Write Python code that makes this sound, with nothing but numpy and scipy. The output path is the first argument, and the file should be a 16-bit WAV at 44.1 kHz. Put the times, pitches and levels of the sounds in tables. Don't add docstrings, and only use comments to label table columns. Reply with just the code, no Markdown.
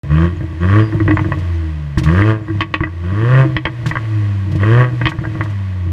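import sys
import numpy as np
from scipy import signal
from scipy.fft import rfft, irfft
from scipy.io import wavfile
from scipy.ndimage import uniform_filter1d, minimum_filter1d

SR = 44100
rng = np.random.default_rng(int(sys.argv[2]) if len(sys.argv) > 2 else 0)


def generate_wav(sig):
    pcm = np.round(np.clip(np.atleast_2d(sig).T, -1, 1) * 32767).astype(np.int16)
    wavfile.write(sys.argv[1], SR, pcm)


N = 261072
TIME = np.arange(N) / SR
BITE_S = .035

# climb_s, top_s, firing_gain_hz, bite_s, shut_s, boom_db, rasp_db, growl_db, sputter_db
BLIPS = [(-.1, 0.367, 40.7, 0.099, 0.25, 0.5, -21.5, -44, -27.5),
         (.52, .859, 39.3, 0.612, 0.8, 5, -19, -38, -19.5),
         (1.972, 2.324, 53.1, 2.053, 2.31, 7, -14, -23, -24.5),
         (2.975, 3.43, 62.9, 3.03, 3.41, 4, -18.5, -26.5, -27),
         (4.519, 4.851, 43.6, 4.59, 4.825, 6, -16, -22, -23.5)]


def boom(cycles, flutter=0.022, lope=0.04):
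    # pitch_hz, level_db
    loaded = [(60, -29), (72, -6.5), (85, -10.5), (105, -9), (130, -6.5), (150, -3), (172, -11.5),
              (200, -21.5), (235, -26.5), (272, -42), (297, -26.5), (319, -13.5), (347, -17), (385, -43.5),
              (425, -26), (460, -23), (500, -29.5)]
    coasting = [(65, -26), (85, -15.5), (105, -14), (130, -17.5), (148, -19.5), (168, -39), (188, -27.5),
                (200, -30.5), (215, -42), (280, -55.5), (300, -38), (319, -28), (340, -35.5), (375, -57.5)]
    # time_s, gain_db
    off_throttle = [(.05, -4), (.4, -4.5), (.9, -4.5), (1.05, 5), (1.3, -4), (1.55, 4), (1.9, -2),
                    (2.42, -14), (2.55, 3), (2.7, -5.5), (2.95, -4), (3.55, 3), (3.95, -6.5), (4.17, 4),
                    (4.5, 0), (5.0, 2.5), (5.15, -6.5), (5.58, -1), (5.75, -2), (5.9, 3)]
    *_, boom_db, _, _, _ = np.transpose(BLIPS)
    pull = load(boom_db, swell_db_per_s=38, fall_db_per_s=205.5)
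    idle, rate_hz = gain_curve(off_throttle), firing_rate()
    wave = np.zeros(N)
    for k in range(1, 5):
        level = np.hypot(pull * amp(read(loaded, k * rate_hz)), idle * amp(read(coasting, k * rate_hz)))
        wave -= level * (1 + flutter * wander(hz=31)) * np.sin(2 * np.pi * k * cycles)
    return wave * (1 + lope * np.sin(np.pi * cycles) + 0.027 * np.sin(np.pi * cycles / 2))


def rasp_and_growl(cycles):
    # frequency_hz, gain_db
    growl_tone = [(200, -44), (380, 1.5), (470, -0.5), (560, -6.5), (690, 7), (850, -3.5), (1100, -9),
                  (1600, -9), (2500, -24.5), (5000, -80.5)]
    rasp_tone = [(150, -13), (400, 4.5), (800, -4), (1200, 2.5), (1900, 2.5), (2700, -7.5), (3300, -15),
                 (3900, -25.5), (6000, -44), (12000, -57)]
    # start_s, level_db
    shocks = [(0.7613, -15), (2.0875, -17), (2.1799, -14.5), (2.2213, -4), (3.351, -14), (4.6331, -14),
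              (4.776, -15), (4.8068, -11), (4.841, -12)]
    growl = unit(colour(firings(cycles, uneven_db=2, jitter_s=.00002), growl_tone, pipe=.8))
    buzz = firings(cycles, uneven_db=2, jitter_s=.00001)
    ragged = .6 * firings(cycles, uneven_db=4, jitter_s=.0003) + .75 * puffs(cycles, fade=.3, floor=.12)
    scatter = rng.standard_normal(160) * np.exp(-TIME[:160] / .001)
    chambers = irfft(np.exp(1j * np.angle(rfft(scatter, 1024))))[:512]
    smeared = signal.oaconvolve(buzz + ragged, chambers)[:N]
    rasp = unit(colour(smeared, rasp_tone, pipe=0.89))
    *_, rasp_db, growl_db, _ = np.transpose(BLIPS)
    out = rasp * load(rasp_db, swell_db_per_s=49, fall_db_per_s=290)
    out += growl * load(growl_db, swell_db_per_s=113.5, fall_db_per_s=190)
    for start_s, db in shocks:
        add(out, start_s, amp(db) * crack(rasp_tone, treble_db=-8.5, flame=0.23, flame_s=0.0033))
    return out


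def pops(thump_hz=115, thump_s=0.0029, ring_hz=322, ring_s=0.014, rise_s=0.0062):
    # start_s, crack_db, thump_db, ring_db
    afterfire = [(0.4075, -29.5, -28, -19), (0.9237, -25, -23, -8.5), (0.9589, -27.5, -25, -7),
                 (1.002, -15.5, -15, -2.5), (1.0789, -12.5, -7, -1.5), (1.0927, -15, -23, 1.5),
                 (1.109, -10, -21, -1.5), (1.171, -9.5, -13, -21), (1.193, -13, -21, -19),
                 (1.245, -22, -30, -7), (1.3207, -11, -13, -26), (1.9736, -18, -2.5, -10.5),
                 (2.482, -23, -29, -6.5), (2.5, -24.5, -22.5, -5.5), (2.607, 0, -18, 0),
                 (2.618, -1, -12, -36), (2.7403, -1.5, -23, -34), (2.806, -11, -3.5, -4.5),
                 (2.8358, -9.5, -9.5, -13), (2.871, -22.5, -31, -30), (3.446, -23.5, -22, -3.5),
                 (3.5661, -1.5, -2.5, -11), (3.654, -4.5, -4.5, -5), (3.6686, -8, -14, -11),
                 (3.8593, -18.5, -21, -15), (3.912, -14, -14, -28), (3.955, -13, -16, -23),
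                 (3.97, -12, -23, -30), (5.0145, -13, -13, -31), (5.0558, -2.5, -3, -3),
                 (5.0693, -1.5, -17, -24), (5.118, -15, -43, -38), (5.187, -23, -6, -23),
                 (5.239, -21.5, -22, -44), (5.252, -18, -16.5, -34), (5.354, -25.5, -13, -32.5),
                 (5.409, -12.5, -17, -22), (5.458, -26, -22, -27)]
    # frequency_hz, gain_db
    crack_tone = [(100, -1), (400, -9), (700, -2), (1200, -3), (1900, -2), (3100, -0.5), (3800, -11.5),
                  (4800, -15.5), (6500, -31.5), (9000, -42.5), (15000, -52)]
    out, t = np.zeros(N), TIME[:SR // 6]
    thump = np.sin(2 * np.pi * thump_hz * t) * t / thump_s * np.exp(1 - t / thump_s)
    ring = np.sin(2 * np.pi * ring_hz * t) * (np.exp(-t / ring_s) - np.exp(-t / rise_s))
    for start_s, crack_db, thump_db, ring_db in afterfire:
        treble_db = -2.5 + 1.82 * crack_db
        bang = crack(crack_tone, treble_db, flame=0.15, flame_s=0.0046)
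        add(out, start_s, amp(crack_db) * bang + amp(thump_db) * thump + amp(ring_db) * ring)
    return out


def crack(tone, treble_db, flame, flame_s):
    t = TIME[:SR // 6]
    burst = flame * rng.standard_normal(len(t)) * np.exp(-t / flame_s)
    burst[0] += 1
    sound = colour(burst, tone, pipe=0.94, treble_db=treble_db)
    return sound / np.sqrt(uniform_filter1d(sound ** 2, size=176).max())


def sputter(cycles, always_db=-44, loaded_db=-28, stumble_s=0.047, linger_s=0.575, fade_s=0.098):
    # frequency_hz, gain_db
    rumble_tone = [(22, -32), (40, -13), (60, -4), (85, 0.5), (150, 2.5), (190, -10), (250, -27),
                   (320, -15), (400, -26.5), (700, -25), (1500, -69)]
    # centre_s, level_db
    stumbles = [(.04, -27), (.42, -17.5), (2.03, -20), (4.53, -14.5), (5.9, -25.5)]
    lumps = firings(cycles, uneven_db=11.5, jitter_s=0.002984)
    rumble = unit(colour(lumps - lumps.mean(), rumble_tone, pipe=0.94))
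    steady = rumble / np.sqrt(uniform_filter1d(rumble ** 2, size=4000) + 0.12)
    spells = [amp(db) * np.exp(-((TIME - centre_s) / stumble_s) ** 2) for centre_s, db in stumbles]
    for _, _, _, bite_s, shut_s, *_, sputter_db in BLIPS:
        end_s = shut_s + linger_s
        times = [bite_s - BITE_S, bite_s, shut_s, shut_s + fade_s, end_s, end_s + fade_s]
        gains = [0, *amp([loaded_db, loaded_db, sputter_db, sputter_db]), 0]
        spells.append(np.interp(TIME, times, gains))
    return (amp(always_db) + np.max(spells, axis=0)) * steady


def gas_flow(cycles):
    # time_s, relative_db
    base_flow = [(.05, -58.5), (.5, -58), (.95, -54), (1.45, -53.5), (1.94, -59.5), (2.1, -51.5),
                 (2.4, -58), (2.6, -55), (2.95, -59), (3.6, -54.5), (4.2, -53), (4.5, -56), (5, -52),
                 (5.5, -55.5), (5.9, -59)]
    # frequency_hz, gain_db
    burble_tone = [(25, -13.5), (70, 14), (150, 9.5), (260, 1), (420, -1), (800, 2), (2000, -5),
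                   (3200, -12), (5000, -34), (9000, -54)]
    hiss_tone = [(400, -10), (2000, 11.5), (4500, 4), (6000, -2), (8000, -7), (11000, -13.5), (15000, -21)]
    *_, rasp_db, _, _ = np.transpose(BLIPS)
    rush = load(rasp_db - 29, swell_db_per_s=40, fall_db_per_s=250)
    gas = np.hypot(gain_curve(base_flow), rush)
    pulses = puffs(cycles, fade=0.94, floor=0.95) + 0.16 * firings(cycles, uneven_db=7, jitter_s=.00005)
    burble = unit(colour(pulses, burble_tone, pipe=0.74))
    hiss = unit(colour(puffs(cycles, fade=1, floor=1), hiss_tone))
    return amp(19.5) * np.minimum(gas, amp(-53.5)) * burble + amp(7) * gas * hiss


def chuffs(rise_s=0.0073, push_hz=140, push_db=19):
    # start_s, level_db
    bursts = [(1.3844, -41), (1.9781, -25.5), (2.0334, -28.5), (3.8596, -27), (3.8856, -33), (4.5131, -40),
              (4.5531, -39.5), (5.089, -28.5), (5.432, -40), (5.4959, -44.5)]
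    # frequency_hz, gain_db
    chuff_tone = [(200, -9), (1000, 5), (3000, 5.5), (6000, -3.5), (9000, -11.5), (15000, -23.5)]
    out, t = np.zeros(N), TIME[:SR // 8]
    swell = t / rise_s * np.exp(1 - t / rise_s)
    push = amp(push_db) * np.sin(2 * np.pi * push_hz * t)
    for start_s, db in bursts:
        hiss = unit(colour(rng.standard_normal(len(t)), chuff_tone))
        add(out, start_s, amp(db) * swell * (hiss + push))
    return out


def turbo_chirps():
    # start_s, length_s, start_hz, end_hz, level_db
    chirps = [(.355, 0.031, 7000, 6500, -54), (.6, 0.027, 6800, 6450, -54), (.76, 0.18, 4930, 4680, -46.5),
              (1.123, 0.066, 7660, 6940, -54), (1.182, .07, 6100, 5950, -55),
              (1.52, 0.074, 6200, 5960, -57), (2.4, 0.084, 7650, 6650, -62)]
    out, waver = np.zeros(N), .025 * wander(hz=200)
    for start_s, length_s, start_hz, end_hz, db in chirps:
        count = round(length_s * SR)
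        hz = np.linspace(start_hz, end_hz, count) * (1 + waver[:count])
        add(out, start_s, amp(db) * np.hanning(count) * np.sin(2 * np.pi * np.cumsum(hz) / SR))
    return out


def driveway(x, echoes_per_s=2500):
    # frequency_hz, decay_s
    decay = [(100, 0.14), (1000, 0.13), (3000, 0.11), (10000, 0.12)]
    t = TIME[:SR // 2]
    taps = rng.standard_normal(len(t)) * (rng.random(len(t)) < echoes_per_s / SR) * (t > .003)
    hz, delay_s, bands = signal.stft(taps, SR, nperseg=256)
    tail = signal.istft(bands * amp(-60 * delay_s / read(decay, hz)[:, None]), SR, nperseg=256)[1]
    return signal.fftconvolve(x, tail / np.linalg.norm(tail))[:N]


def firing_rate(base_hz=59.5, drag_hz_per_s=35.86):
    gained_hz = np.zeros(N)
    for climb_s, top_s, gain_hz, *_ in BLIPS:
        progress = np.clip((TIME - climb_s) / (top_s - climb_s), 0, 1)
        gained_hz += gain_hz * (1 - np.cos(np.pi * progress)) / 2
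    return base_hz - drag_hz_per_s * TIME + gained_hz


def load(levels_db, swell_db_per_s, fall_db_per_s):
    out = np.zeros(N)
    for (_, _, _, bite_s, shut_s, *_), db in zip(BLIPS, levels_db):
        attack = np.clip((TIME - bite_s) / BITE_S + .5, 0, 1)
        before_s, after_s = np.maximum(shut_s - TIME, 0), np.maximum(TIME - shut_s, 0)
        out += attack * amp(db - swell_db_per_s * before_s - fall_db_per_s * after_s)
    return out


def firings(cycles, uneven_db, jitter_s):
    due = np.flatnonzero(np.diff(np.floor(cycles)))
    size, late = rng.standard_normal((len(due), 2)).T
    place = np.clip(np.round(due + late * jitter_s * SR).astype(int), 0, N - 1)
    return unit(np.bincount(place, amp(uneven_db * np.clip(size, -2, 1.5)), N))


def puffs(cycles, fade, floor):
    return unit((floor + np.exp(-(cycles % 1) / fade)) * rng.standard_normal(N))


def colour(x, tone, pipe=0, treble_db=0, size=4096):
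    # centre_hz, width_hz, lift_db
    resonances = [(314.8, 44, 18.5), (483.5, 31, 7.5), (632, 57, 8.5), (773, 113, -13), (912, 45, 3.5),
                  (1004, 53, 5), (1120.5, 62, 14.5), (1248, 25, 3), (1324, 112, -8.5), (1432, 32, 3.5),
                  (1614, 98, 6), (1922, 207, 14), (2390, 40, -11.5), (2520, 110, 10), (2970, 150, 0.5),
                  (3150, 350, 6)]
    hz = np.fft.rfftfreq(size, 1 / SR)
    pipe_db = sum(lift / (1 + (2 * (hz - centre) / width) ** 2) for centre, width, lift in resonances)
    shelf_db = treble_db / (1 + (2300 / (hz + 1)) ** 8)
    cepstrum = irfft(np.log(amp(read(tone, hz) + pipe * pipe_db + shelf_db)))
    cepstrum[1:size // 2] *= 2
    cepstrum[size // 2 + 1:] = 0
    return signal.oaconvolve(x, irfft(np.exp(rfft(cepstrum))))[:len(x)]


def wander(hz):
    return unit(irfft(rfft(rng.standard_normal(N)) / (1 + (np.fft.rfftfreq(N, 1 / SR) / hz) ** 4), N))


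def amp(db):
    return 10 ** (np.asarray(db) / 20)


def unit(x):
    return x / np.sqrt(np.mean(x ** 2) + 1e-20)


def read(points, hz):
    point_hz, value = np.transpose(points)
    return np.interp(np.log(hz + 1), np.log(point_hz + 1), value)


def gain_curve(points):
    return amp(np.interp(TIME, *np.transpose(points)))


def add(mix, start_s, sound):
    part = mix[max(round(start_s * SR), 0):][:len(sound)]
    part += sound[:len(part)]


def limiter(x, ceiling_db=-0.5, recover_db_per_s=23):
    over_db = np.maximum(20 * np.log10(abs(x).max(axis=0) + 1e-9) - ceiling_db, 0)
    creep_db = recover_db_per_s * TIME
    duck_db = np.maximum.accumulate(over_db + creep_db) - creep_db
    return x * amp(uniform_filter1d(minimum_filter1d(-duck_db, size=90), size=90))


def scene():
    cycles = np.cumsum(firing_rate()) / SR
    sharp = rasp_and_growl(cycles) + pops()
    low = boom(cycles) + sputter(cycles)
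    echoes = amp(-8.5) * driveway(sharp)
    return (low + sharp + echoes + gas_flow(cycles) + chuffs() + turbo_chirps())[None]


def record(dry, knee=.8, silent_until_s=.034, cutoff_hz=15400):
    x = limiter(dry)
    over = np.maximum(abs(x) - knee, 0)
    rounded = np.sign(x) * (abs(x) - over + (1 - knee) * np.tanh(over / (1 - knee)))
    lowpass = signal.firwin(511, cutoff_hz, window=("kaiser", 9), fs=SR)
    return signal.oaconvolve(rounded * (TIME > silent_until_s), lowpass[None], "same")


dry = scene()
out = record(dry)
generate_wav(out)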